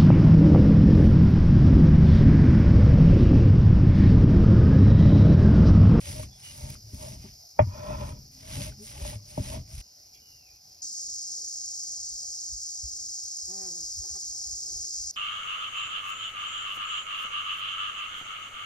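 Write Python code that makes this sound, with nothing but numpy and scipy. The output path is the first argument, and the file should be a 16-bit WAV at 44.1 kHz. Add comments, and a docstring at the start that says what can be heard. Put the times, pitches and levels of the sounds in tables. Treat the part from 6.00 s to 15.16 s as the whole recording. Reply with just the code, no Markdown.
"""Grinding stone on a porch, then a meadow.

Close by, a stone roller crushes seeds on a slab and shakes the porch boards; cicadas and a bird are outside.
After a quiet second we stand in a meadow: loud cicadas click all around, light wind buffets the
handheld microphone pair and a bumblebee buzzes off. The last instant is the porch again.
In the treble, bands lie alternately in and out of phase between left and right."""
import sys
import numpy as np
from scipy import signal
from scipy.fft import rfft, irfft
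from scipy.io import wavfile
from scipy.ndimage import uniform_filter1d

SR = 44100
rng = np.random.default_rng(int(sys.argv[2]) if len(sys.argv) > 2 else 0)


def generate_wav(signal):
    """Clip the signal to [-1, 1] and save it as 16-bit WAV at the path in sys.argv[1]."""
    frames = np.transpose(np.atleast_2d(signal))
    scaled = np.clip(frames, -1, 1) * 32767
    pcm = np.round(scaled).astype(np.int16)
    wavfile.write(sys.argv[1], SR, pcm)


N = 403956
STILL_S, MEADOW_S, BACK_S = 3.815, 4.822, 9.113  # grinding stops; meadow begins; back on the porch

# stereo spread of each place and of the treble: f/Hz, left lead/rad, likeness/0-1, left minus right/dB
PORCH_STEREO = [(30, 0, 0.99, 0), (150, 0, 0.99, 1.5), (307, 0.96, 0.94, 3.5), (546, -1.84, 0.83, 5.5),
                (930, -2, 0.94, -0.5), (1299.6, -2, .4, -2.5), (1670, 1.8, .75, 0.5),
                (2300, 0.49, .75, -3.5), (3020, 2, 0.2, -2.5), (3770, 1.4, 0.39, 0.5),
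                (4230, 1.34, 0.68, -3), (4830, 1.5, 1, 0), (5170, -0.57, .92, 0)]
MEADOW_STEREO = [(30, 0, 0.56, -0.5), (299, -0.5, 0.075, 1.5), (532, -4, 0.55, 4), (930, -1, 0.18, 0),
                 (1370, -1.5, 0.07, -1.5), (1860, 1.4, 0.1, -1.5), (2630, 3.5, 0.81, 2.5),
                 (2890, 2.5, 1, -1), (2980, -3.5, 0.7, 2), (3650, 0.2, 0.25, 2.5), (4390, 2, .5, -0.5),
                 (4720, 3, 0.54, 1.5), (4830, .5, 0.95, 1.5), (5130, -0.14, 0.84, 0)]
TREBLE_STEREO = [(7100, 2.8, .97, .5), (7230, np.pi, 1, 0), (8400, np.pi, 1, 0), (9390, 3.8, .7, -0.5),
                 (9750, 5.9, .8, 0), (10400, 2 * np.pi, 0.96, 1), (11700, 2 * np.pi, 1, -1.5),
                 (12500, 7, .6, 0.5), (13260, 3 * np.pi, 1, 0), (15190, 3 * np.pi, 1, 0),
                 (15800, 9, .8, -2.5)]
# spectra of the faint background air: f/Hz, density/dB
PORCH_AIR = [(25, -17), (45, -5), (80, 4), (130, -6.5), (250, -12), (500, -15), (750, -4.5), (950, -16),
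             (1300, -25.5), (2000, -24.5), (3000, -20), (3600, -26)]
MEADOW_AIR = [(25, -7), (45, 7.5), (80, -2), (130, -6), (250, -4), (500, -3), (750, 0.5), (950, -13.5),
              (1300, -21.5), (2000, -40), (3000, -43), (3600, -16.5)]
# spectra of the cicada chorus: f/Hz, density/dB
PORCH_CICADAS = [(3000, -29), (3700, -22.5), (4200, -10.5), (4800, -1.5), (5300, 1.5), (6200, -5.5),
                 (7200, -10.5), (7900, -24.5), (8800, -34.5), (9800, -27), (11700, -15.5), (14000, -15.5),
                 (15500, -26)]
MEADOW_CICADAS = [(3000, -52.5), (3700, -29), (4200, -16.5), (4800, -3.5), (5500, -0.5), (6900, 0),
                  (7600, -7.5), (8300, -15), (8900, -32), (9600, -29.5), (11500, -27), (13000, -33.5),
                  (15500, -30)]
# course of the chorus: t/s, level/dB, overtone band boost/dB
PORCH_CHORUS = [(0, -55, -4), (1, -52, 1.5), (2, -53, 1.5), (3.8, -53.5, -1.5), (3.83, -54.5, -1),
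                (4.3, -54, 4), (4.81, -54, -1)]
MEADOW_CHORUS = [(4.83, -37, -0.071), (6.8, -38, -0.24), (8.12, -37, 1), (9.039, -35.5, -1.15)]
# meadow cicadas near the microphone: f/Hz, width/Hz, level/dB, pulse rate/Hz, sounding share/0-1
SINGERS = [(4524, 86, -58.5, 34, 0.85), (5130, 135, -51, 31.1, 0.64), (6080, 210, -49.5, 51, 1),
           (6660, 130, -48.5, 31.1, 0.94), (7210, 250, -48, 35.3, 0.43), (7870, 210, -50, 23, 0.48)]
# breeze between the gusts: t/s, level/dB
BREEZE = [(4.82, -80.5), (6.15, -65), (7.2, -67.5), (9.16, -62.5)]
# gusts on the microphone: t/s, rush/dB, thump peak/dB, thump f/Hz
GUSTS = [(5.64, -71.5, -65.5, 55), (6.108, -50.5, -56, 46), (6.53, -55.5, -54, 48.1), (6.833, -56, -34, 62),
         (7.279, -58, -61.5, 54.4), (7.48, -59.5, -64.5, 56), (7.998, -49.5, -60, 65.6),
         (8.111, -54, -47.5, 61.9), (8.528, -49.5, -52, 53.3), (8.789, -49.5, -47, 64.3),
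         (9.05, -53.5, -60.5, 57.3)]
# fingers on the microphone: t/s, level/dB
FINGER_TAPS = [(5.975, -53), (7.883, -61), (8.107, -56), (8.528, -57), (8.71, -66)]
# bird notes, and faint low hums on the porch: t/s, length/s, from f/Hz, to f/Hz, level/dB, waver/Hz
BIRD_NOTES = [(.305, 0.076, 3480, 3370, -63, 80), (.43, 0.085, 2910, 2860, -52.5, 11),
              (4.14, 0.045, 3103, 2970, -65, 240), (4.135, 0.072, 2390, 2286, -69, 160),
              (4.19, 0.32, 2915, 2500, -68, 55), (4.46, 0.13, 2470, 2550, -68.5, 110)]
HUMS = [(2.25, 0.37, 244.4, 258.8, -58, 7.7), (2.74, 0.14, 209, 214, -50.5, 4.9),
        (2.79, 0.06, 387.6, 436, -51, 6.9), (2.98, 0.044, 387, 408, -53, 8)]
# envelope of the bee's wing harmonics: f/Hz, level/dB
WING_SPECTRUM = [(170, -2), (380, 1), (570, -2.5), (780, -6.5), (1000, -17), (1400, -19.5), (2300, -19.5)]
# air torn off the wings: f/Hz, density/dB
WHIRR_SPECTRUM = [(300, -39), (700, 2), (1200, -6), (2400, -19), (3200, -14.5)]
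# buzzes, each a hover with one surge: t/s, length/s, hover level/dB, hover f/Hz,
# surge delay/s, surge half width/s, surge boost/dB, pitch lift/Hz, relative whirr/dB
BUZZES = [(7.465, 0.43, -55, 172, .13, 0.085, 5, 20, -16.5),
          (7.99, 0.29, -67, 185.5, 0.16, 0.03, 14.5, 11.5, -3.5),
          (8.302, .27, -73.5, 183.3, 0.19, 0.042, 6.5, -4.5, -2),
          (8.601, 0.3, -63, 184, 0.0575, 0.049, -3, 6, -18), (8.94, .17, -78, 187.4, 0.074, .05, 0, 3, 3)]
# modes of the porch boards: f/Hz, width/Hz, level/dB
BOARD_MODES = [(44.8, 24, -7), (70, 16, 0), (98, 25, 2), (126, 20, 4), (193, 34, -6.5), (262.6, 18, -19.5),
               (397, 90, -29)]
# modes of the two stones: f/Hz, level/dB, t60/s
SLAB_MODES = [(189, -8, 0.083), (270, -10.5, 0.076), (377.4, -19.5, 0.11), (608.3, 3, 0.09),
              (805.3, -14.5, 0.05), (895.6, 3, 0.027), (989, -10, 0.025), (1230, -27.5, 0.019),
              (1797, -23.5, 0.07), (1940, -17, 0.022), (2212, -24.5, 0.05)]
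ROLLER_MODES = [(880, -3.5, 0.024), (962, -2, 0.051), (1240, -7, 0.03), (1780, -16.5, 0.034),
                (2370, -9.5, 0.016), (2784, -22.5, 0.018), (3270, -20, 0.031)]
# their ring bends as the load on the slab shifts and the roller tips: t/s, pitch factor
SLAB_BEND = [(0, 0.93), (.2, 1.035), (.5, 1.01), (.6, 0.98), (0.729, 1.01), (1.0, 1.02), (1.05, 0.99),
             (1.15, 1.045), (1.8, 0.99), (1.9, 1.01), (2.05, 0.98), (2.5, 1.05), (2.59, .94), (2.69, 1.01),
             (3.0, 0.97), (3.06, 0.98), (3.14, 1), (3.45, 0.98), (3.6, 1.07)]
ROLLER_BEND = [(1.6, 0.93), (1.72, 1.03), (1.93, 1.07), (2.0, 1.04), (2.2, .995), (2.4, 0.86)]
# spectra of coarse grit, fine grit and the rattle after a blow: f/Hz, density/dB
COARSE_GRIT = [(700, -29.5), (1100, -7), (1400, -13), (2100, -4), (3000, -2.5), (4200, -6.5), (6000, -7.5),
               (9000, -23), (15500, -38)]
FINE_GRIT = [(2500, -29), (4200, -8.5), (5300, -2), (6700, -4.5), (8300, 1), (9500, -3), (11000, -7),
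             (12000, -11), (15500, -17)]
RATTLE = [(300, -29.5), (700, -3.5), (1000, 1), (1400, -15), (2200, -9), (3200, -27), (6000, -42)]
# boards jolt under the slab: t/s, peak/dB, f/Hz, t60/s, hollow knock/dB
THUDS = [(0.083, -30.5, 88.7, 0.13, -56), (0.198, -34, 99, 0.22, -58), (0.626, -31, 73, 0.082, -65),
         (0.833, -44, 109, 0.32, -65), (0.934, -30.5, 93, 0.053, -35), (1.242, -44.5, 214, 0.17, -42),
         (1.247, -49, 385, 0.092, -58), (1.599, -15, 87.3, 0.15, -31), (1.62, -14, 109.1, 0.091, -35.5),
         (1.669, -24, 96.2, 0.16, -37), (2.574, -28.5, 134, 0.087, -31.5), (2.6, -32, 117.1, 0.069, -33),
         (3.015, -28, 56.3, 0.2, -51), (3.149, -34.5, 104.1, 0.29, -62), (3.379, -24.5, 151.5, 0.062, -24),
         (3.401, -18, 104.6, 0.03, -28), (3.732, -32.5, 70.1, 0.19, -58), (3.777, -27.5, 41, 0.054, -65)]
# seeds snap: t/s, ring/dB, f/Hz, crack/dB
SNAPS = [(0.2312, -36.5, 1090, -61), (0.577, -58, 2390, -40), (0.7021, -43, 2374, -34),
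         (0.753, -42.5, 1281, -56), (0.945, -59, 2430, -42), (2.234, -64, 2260, -60),
         (2.317, -62, 2400, -49.5), (2.7213, -46, 1510, -64), (3.099, -40, 1960, -38),
         (3.199, -53, 1030, -57)]
# roller strikes the slab: t/s, peak/dB, contact/ms, roller ring against slab/dB
KNOCKS = [(0.194, -34, 1.9, -13), (1.592, -3, 0.47, -6.5), (2.573, -51, 1.3, -1), (2.674, -41, 1.1, -9),
          (3.05, -30.5, 0.56, -1), (3.376, -21.5, 1.63, -1)]
# roller strokes: t/s, rise of weight/s, of coarse grit/s, of fine grit/s, length/s, lift-off/s,
# then five layers: boards/dB, slab/dB, roller/dB, coarse grit/dB, fine grit/dB
STROKES = [(-.1, 0.27, .17, 0.21, 0.33, 0.068, -35.5, -46, -68, -48.5, -42),
           (0.314, 0.36, 0.14, .15, 0.43, 0.075, -41.5, -52.5, -58.5, -54.5, -47.5),
           (0.84, 0.22, 0.22, 0.2, 0.3, 0.098, -37.5, -48.5, -64, -53.5, -46),
           (1.172, 0.094, 0.059, 0.054, .11, 0.11, -48.5, -61, -63.5, -58, -58),
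           (1.573, 0.33, 0.42, 0.39, .53, 0.12, -34.5, -37.5, -42, -53, -57),
           (2.336, 0.26, 0.223, 0.26, 0.35, 0.083, -37, -45.5, -56.5, -48.5, -44),
           (2.771, 0.302, 0.213, 0.077, 0.388, 0.063, -39.5, -47.5, -55, -52, -48),
           (3.218, 0.36, 0.29, 0.32, 0.34, 0.086, -35.5, -43, -58.5, -48.5, -43),
           (3.653, 0.056, 0.17, 0.1, 0.24, 0.047, -49, -61.5, -64.5, -52, -48)]
# a stroke's shape, one row per layer: rise depth/dB, rise exponent, sag/dB, loss per lift-off time/dB
STROKE_SHAPES = [(21.3, 1, 2.5, 12.5), (31, 1.2, 9, 29), (26, 1.3, 9.5, 24), (24.4, 1.6, 2.5, 26),
                 (24.2, 1.6, 2.5, 29.5)]
# the roller bites or slips: t/s, half width/s, swell of boards/dB, of slab/dB, of roller/dB
BITES = [(.15, .04, 1.5, 0, 1), (.7, 0.022, 2.5, 4, -6), (1.06, .04, -4.5, 5.5, 3), (1.15, 0.022, 2, 8, 2),
         (1.83, 0.025, -4, -1, 1), (1.87, 0.017, -3.5, -2, 1), (1.94, 0.022, -0.5, 0.5, 3.5),
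         (2.015, 0.014, 2, 5, 0), (2.09, .025, 0.5, -2.5, 3), (2.48, 0.023, 1.5, 1, -1),
         (2.95, 0.027, 1.5, 3, 6), (3.13, 0.017, -3, 1, 6), (3.465, 0.024, 4, 4, -5),
         (3.53, 0.017, -1.5, 6.5, -4), (3.6, .025, 5, 14, 5)]
# a heap of seeds gives way: t/s, half width/s, swell of coarse grit/dB, of fine grit/dB
CRUNCHES = [(.50, 0.022, 3.5, 2), (1.88, 0.034, -0.5, 4), (2.10, 0.05, -0.5, 8.5), (2.33, 0.022, 8, 11),
            (2.55, 0.05, 3.5, 3), (2.635, 0.029, 7, 6), (2.87, 0.049, 3.5, 1.5), (3.075, 0.049, 7.5, 8.5),
            (3.3, 0.026, 5, 9), (3.56, .03, 3, -1.5)]

TIME, FREQS = np.arange(N) / SR, np.fft.rfftfreq(N, 1 / SR)


def gain_of(db):
    """dB to gain."""
    return 10 ** (np.asarray(db) / 20)


def unit_rms(x):
    """Scales to rms 1."""
    return x / np.sqrt(np.mean(x ** 2) + 1e-20)


def over_frequency(table, hz):
    """Columns of a table over log frequency."""
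    f, *columns = np.transpose(table)
    return [np.interp(np.log(hz + 1), np.log(f + 1), c) for c in columns]


def over_time(table):
    """Columns of a table at every sample."""
    s, *columns = np.transpose(table)
    return [np.interp(TIME, s, c) for c in columns]


def add(mix, s, sound):
    """Mixes a sound in from second s."""
    part = mix[round(s * SR):][:len(sound)]
    part += sound[:len(part)]


def coloured(x, spectrum):
    """Filters by a spectrum and scales to rms 1."""
    return unit_rms(irfft(rfft(x) * gain_of(over_frequency(spectrum, FREQS)[0]), N))


def wander(hz):
    """A random curve that turns about hz times a second, rms 1."""
    knots = rng.standard_normal(int(N / SR * hz) + 2)
    return unit_rms(np.interp(TIME * hz, np.arange(len(knots)), knots))


def ring(hz, t60, rise_s, seconds):
    """A mode that swells over rise_s and dies away."""
    t = np.arange(round(seconds * SR)) / SR
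    return gain_of(-60 * t / t60) * -np.expm1(-t / rise_s) * np.sin(2 * np.pi * hz * t)


def gate(start, end):
    """1 between two moments, with quick ramps."""
    return np.clip((TIME - start) / 0.0032, 0, 1) * np.clip((end - TIME) / 0.00061, 0, 1)


def with_echo(x):
    """Two rows: the direct sound and a twin scattered by surfaces near the microphone."""
    scatter = rng.standard_normal(1500) * gain_of(-60 * np.arange(1500) / SR / 0.065)
    scatter -= uniform_filter1d(scatter, size=151)  # long waves pass unscattered
    return np.array([x, signal.oaconvolve(x, scatter / np.linalg.norm(scatter))[:N]])


def stereo_spread(pair, spread):
    """Left and right from a sound and its twin: likeness, phase turn and balance over frequency."""
    phase, likeness, left_db = over_frequency(spread + TREBLE_STEREO, FREQS)
    direct, twin = rfft(pair)
    angle = np.arccos(np.clip(likeness, 0, 1)) / 2
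    mid, side = np.cos(angle) * direct, np.sin(angle) * twin
    lean = gain_of(left_db / 2) * np.exp(.5j * phase)
    return irfft(np.array([(mid + side) * lean, (mid - side) / lean]), N)


def background_air(spectrum, db, patchy_db, drift_db):
    """Faint background air: a low wash of noise that flickers in patches."""
    bins = signal.stft(coloured(rng.standard_normal((2, N)), spectrum), nperseg=1024)[2]
    patches = uniform_filter1d(rng.standard_normal(bins.shape[1:]), size=6, axis=0)
    patches = unit_rms(uniform_filter1d(patches, size=8, axis=1))
    wash = signal.istft(bins * gain_of(patchy_db * patches), nperseg=1024)[1][:, :N]
    return unit_rms(wash) * gain_of(db + drift_db * wander(10))


def cicada_chorus(spectrum, course, clicks_per_s, throb_db, overtone_hz=8800):
    """All around, many membranes click at random into their body resonance; the chorus throbs a little."""
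    clicks = rng.standard_normal((2, N)) * (rng.random(N) < clicks_per_s / SR)
    chorus = coloured(clicks, spectrum)
    overtone = irfft(rfft(chorus) * (FREQS > overtone_hz), N)
    db, overtone_db = over_time(course)
    return (chorus + (gain_of(overtone_db) - 1) * overtone) * gain_of(db + throb_db * wander(35))


def near_cicadas():
    """Each near insect rings one narrow body resonance with bursts at an almost steady rate."""
    out = np.zeros(N)
    for centre_hz, width_hz, db, rate, share in SINGERS:
        beat = (np.cumsum(rate * (1 + 0.0204 * wander(3))) / SR + rng.random()) % 1
        burst = np.sin(np.pi * np.minimum(beat / share, 1)) ** 2
        body = 1 / (1 + ((FREQS - centre_hz) / width_hz) ** 2)
        level = gain_of(db + 0.7 * wander(1.5))
        out += level * unit_rms(irfft(rfft(burst * rng.standard_normal(N)) * body, N))
    return with_echo(out)


def wind(rise_db_per_s=165, fall_db_per_s=187):
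    """Lumpy low pressure right on the microphone; a gust swells, thumps once and dies down."""
    thumps, level_db = np.zeros(N), over_time(BREEZE)[0]
    for s, rush_db, thump_db, hz in GUSTS:
        below_top_db = np.maximum(rise_db_per_s * (s - TIME), fall_db_per_s * (TIME - s))
        level_db = np.maximum(level_db, rush_db - below_top_db)
        thump = ring(hz, 0.11, 0.013, .3)
        add(thumps, s, gain_of(thump_db) * thump / abs(thump).max())
    gusts = rng.standard_normal((2, N)) * gain_of(level_db + 3.5 * wander(25)) * gate(MEADOW_S, BACK_S)
    rumble = coloured(gusts, [(20, -31), (45, 3), (70, 2), (110, -9), (200, -38), (400, -58)])
    return rumble * np.sqrt(np.mean(gusts ** 2)) + with_echo(thumps)


def finger_taps():
    """Fingers shift on the microphone with dull ticks."""
    out = np.zeros(N)
    tick = ring(240, 0.021, 0.001, .04) + ring(540, 0.016, 0.00055, .04)
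    tick += 1.2 * ring(864, 0.03, 0.00058, .04)
    for s, db in FINGER_TAPS:
        add(out, s, gain_of(db) * tick)
    return out


def glides(notes, waver_hz, hoarse_db, arch_db, curve):
    """Sines that glide, swell and fade, while pitch and level waver at random."""
    out, waver, hoarse = np.zeros(N), wander(waver_hz), wander(0.49 * waver_hz)
    for start, length, from_hz, to_hz, db, depth_hz in notes:
        u = np.linspace(0, 1, round(length * SR))
        at = slice(round(start * SR), round(start * SR) + len(u))
        hz = from_hz + (to_hz - from_hz) * u ** curve + depth_hz * waver[at]
        level = gain_of(db - arch_db * (2 * u - 1) ** 2 + hoarse_db * hoarse[at])
        add(out, start, level * np.sin(2 * np.pi * np.cumsum(hz) / SR) * signal.windows.tukey(len(u), .15))
    return out


def bird():
    """Faint, hoarse whistles from beyond the porch."""
    return glides(BIRD_NOTES, waver_hz=900, hoarse_db=2.8, arch_db=.8, curve=2.4)


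def low_hums():
    """Faint rising tones among the later strokes."""
    return glides(HUMS, waver_hz=40, hoarse_db=1.58, arch_db=14.2, curve=0.93)


def bumblebee(airborne_s=7.5, far_whirr_db=-72.5, flutter_db=3, shimmer_db=3.5, fade_db=-8):
    """Wing-beat harmonics, steady in a surge and wavering in the hover; each beat puffs air."""
    out, jitter, drift, flutter = np.zeros(N), wander(80), wander(25), wander(22)
    puffs = coloured(rng.standard_normal(N), WHIRR_SPECTRUM)
    for start, length, hover_db, hover_hz, surge_s, width, surge_db, lift_hz, whirr_db in BUZZES:
        t = np.arange(0, length, 1 / SR)
        at = slice(round(start * SR), round(start * SR) + len(t))
        u = (t - surge_s) / width
        surge = np.exp(-u ** 4)
        loose = 1 - 0.89 * surge
        hz = hover_hz + lift_hz * surge * (1 - .15 * u)  # the lift sags through the surge
        turns = np.cumsum(hz * (1 + loose * (0.0122 * jitter[at] + 0.03 * drift[at]))) / SR
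        swell = np.exp(-(u - 0.4) ** 2)  # loudness trails the pitch
        buzz = gain_of(whirr_db) * puffs[at] * (1 + 0.2 * np.cos(2 * np.pi * turns))
        for k in range(1, 14):  # harmonics brighten in the swell and each flickers alone
            harmonic_db = over_frequency(WING_SPECTRUM, k * hz)[0] + 0.95 * k * (swell - 1.27)
            flicker = (0.7 + .6 * loose) * np.tanh(np.roll(jitter + drift, k * SR // 4)[at])
            buzz += gain_of(harmonic_db + shimmer_db * flicker) * np.sin(2 * np.pi * k * turns)
        db = hover_db + surge_db * swell + fade_db * (t / length) ** 2 + flutter_db * loose * flutter[at]
        add(out, start, gain_of(db) * signal.windows.tukey(len(t), 0.14) * buzz)
    return out + puffs * gain_of(far_whirr_db + flutter_db * flutter) * gate(airborne_s, BACK_S)


def board_thuds():
    """The boards jolt under the slab, with a short hollow knock from their higher modes."""
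    out = np.zeros(N)
    hollow = ring(195, 0.11, 0.0034, .1) + ring(250, 0.079, 0.0038, .1)
    hollow += 0.54 * ring(290, 0.015, 0.0018, .1)
    for s, db, hz, t60, hollow_db in THUDS:
        jolt = ring(hz, t60, 0.0041, .3)
        add(out, s, gain_of(db) * jolt / abs(jolt).max())
        add(out, s, gain_of(hollow_db) * hollow)
    return out


def seed_snaps():
    """A seed breaks: a short ring with an overtone and a bright crack."""
    out, t = np.zeros(N), np.arange(round(.03 * SR)) / SR
    cracks = rng.standard_normal((len(SNAPS), len(t))) * gain_of(-60 * t / 0.018)
    for (s, db, hz, crack_db), crack in zip(SNAPS, cracks):
        ping = ring(hz, 0.018, 0.00022, .03) + 0.52 * ring(2.05 * hz, 0.01, .0003, .03)
        add(out, s, gain_of(db) * ping + gain_of(crack_db) * np.diff(crack, prepend=0))
    return out


def stone(modes):
    """Impulse response of a stone; a mode needs a few cycles to swell."""
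    return sum(gain_of(db) * ring(f, t60, 1.5 / f, .25) for f, db, t60 in modes)


def roller_knocks():
    """A blow rings slab and roller with a brief rattle; a short contact reaches the higher modes."""
    out, slab, roller = np.zeros(N), stone(SLAB_MODES), stone(ROLLER_MODES)
    slab *= gain_of(-60 * TIME[:len(slab)] / 0.2)  # the landed roller damps the slab
    rattle = coloured(rng.standard_normal(N), RATTLE)[:4000]
    slab[:4000] += rattle * gain_of(-16 - 60 * TIME[:4000] / 0.1)
    for s, db, contact_ms, roller_db in KNOCKS:
        blow = signal.windows.hann(round(contact_ms * SR / 1000) + 3) ** 2
        knock = np.convolve(slab + gain_of(roller_db) * roller, blow)
        add(out, s - .001, gain_of(db) * knock / abs(knock).max())
    return out


def stroke_levels():
    """dB curves of the five layers: each stroke rises to full, sags and lifts off."""
    t, power = np.arange(0, STILL_S + .1, .002), 1e-12
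    depth_db, curve, sag_db, loss_db = np.transpose(STROKE_SHAPES)[..., None]
    for start, weight_s, coarse_s, fine_s, length, lift_s, *top_db in STROKES:
        top_s = np.array([[weight_s]] * 3 + [[coarse_s], [fine_s]])  # boards and stones follow the weight
        age = t - start
        rise = depth_db * np.maximum(1 - age / top_s, 0) ** curve + 400 * np.maximum(-age, 0)
        sag = sag_db * np.clip((age - top_s) / np.maximum(length - top_s, .01), 0, 1)
        lift = loss_db * np.maximum(age - length, 0) / lift_s
        power = power + gain_of(np.array(top_db)[:, None] - rise - sag - lift) ** 2
    return np.array(over_time(np.transpose([t, *10 * np.log10(power)])))


def swells(table):
    """dB curves made of bell-shaped swells, one curve per level column."""
    s, width, *swell_db = np.transpose(table)
    t = np.arange(0, STILL_S, .002)
    bells = np.exp(-((t - s[:, None]) / width[:, None]) ** 2)
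    return over_time(np.transpose([t, *swell_db @ bells]))


def shaken(force, body):
    """A random force rings a body."""
    return signal.fftconvolve(force, body[None], axes=1)[:, :N] / np.linalg.norm(body)


def rubbed_stone(force, modes, bend):
    """Rubbing keeps a stone ringing; its pitch follows the bend curve."""
    place = np.cumsum(over_time(bend)[0])
    return np.array([np.interp(place, np.arange(N), x) for x in shaken(force, stone(modes))])


def grinding(grains_per_s=500, grain_spread_db=4, grain_s=.002):
    """Rough contact shakes boards, slab and roller; crushed seeds hiss. Rows: sound and unrelated twin."""
    levels_db = stroke_levels() + np.vstack([swells(BITES), swells(CRUNCHES)])
    boards_db, slab_db, roller_db, coarse_db, fine_db = levels_db
    t = TIME[:SR // 4]
    boards = sum(gain_of(db) * np.sqrt(width) * np.exp(-np.pi * width * t) * np.sin(2 * np.pi * hz * t)
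                 for hz, width, db in BOARD_MODES)
    catch = wander(45)  # the roller catches and slips, all layers at once
    force = rng.standard_normal((5, 2, N))
    rumble = shaken(force[0] * gain_of(boards_db + 0.96 * catch), boards)
    slab = rubbed_stone(force[1], SLAB_MODES, SLAB_BEND)
    slab *= gain_of(slab_db + 0.81 * catch + 1.5 * wander(60))
    roller = rubbed_stone(force[2], ROLLER_MODES, ROLLER_BEND)
    roller *= gain_of(roller_db + .6 * catch + 1.5 * wander(70))
    crackle = gain_of(0.57 * catch + 1.6 * wander(600) + .5 * wander(9.1))  # grains crush unevenly
    sizes = gain_of(grain_spread_db * np.minimum(rng.exponential(1, N), 3))
    cracks = sizes * (rng.random(N) < grains_per_s / SR)  # single seeds inside the grit
    grains = 1 + .3 * signal.lfilter([1], [1, -np.exp(-1 / (grain_s * SR))], cracks)
    coarse = coloured(force[3] * crackle * grains, COARSE_GRIT) * gain_of(coarse_db)
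    fine = coloured(force[4] * crackle, FINE_GRIT) * gain_of(fine_db)
    return (rumble + slab + roller + coarse + fine) * gate(-1, STILL_S)


def scene():
    """The microphone on the porch, in the meadow, and a last moment on the porch."""
    events = with_echo(roller_knocks() + board_thuds() + seed_snaps() + finger_taps()
                       + bumblebee() + bird() + low_hums())
    porch = events + grinding()
    porch += cicada_chorus(PORCH_CICADAS, PORCH_CHORUS, clicks_per_s=9000, throb_db=0.89)
    porch += background_air(PORCH_AIR, db=-64.5, patchy_db=2.8, drift_db=1.2)
    meadow = events + wind() + near_cicadas()
    meadow += cicada_chorus(MEADOW_CICADAS, MEADOW_CHORUS, clicks_per_s=14000, throb_db=0.21)
    meadow += background_air(MEADOW_AIR, db=-63.5, patchy_db=3.3, drift_db=0.38)
    in_meadow = gate(MEADOW_S - .004, BACK_S)
    return (stereo_spread(porch, PORCH_STEREO) * (1 - in_meadow)
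            + stereo_spread(meadow, MEADOW_STEREO) * in_meadow)


def record(dry):
    """The microphone loses the bass below 32 Hz; the treble ends at 15.8 kHz."""
    thin = signal.sosfilt(signal.butter(3, 32, "high", fs=SR, output="sos"), dry)
    return signal.oaconvolve(thin, signal.firwin(511, 15800, window=("kaiser", 9), fs=SR)[None], "same")


dry = scene()
out = record(dry)
generate_wav(out)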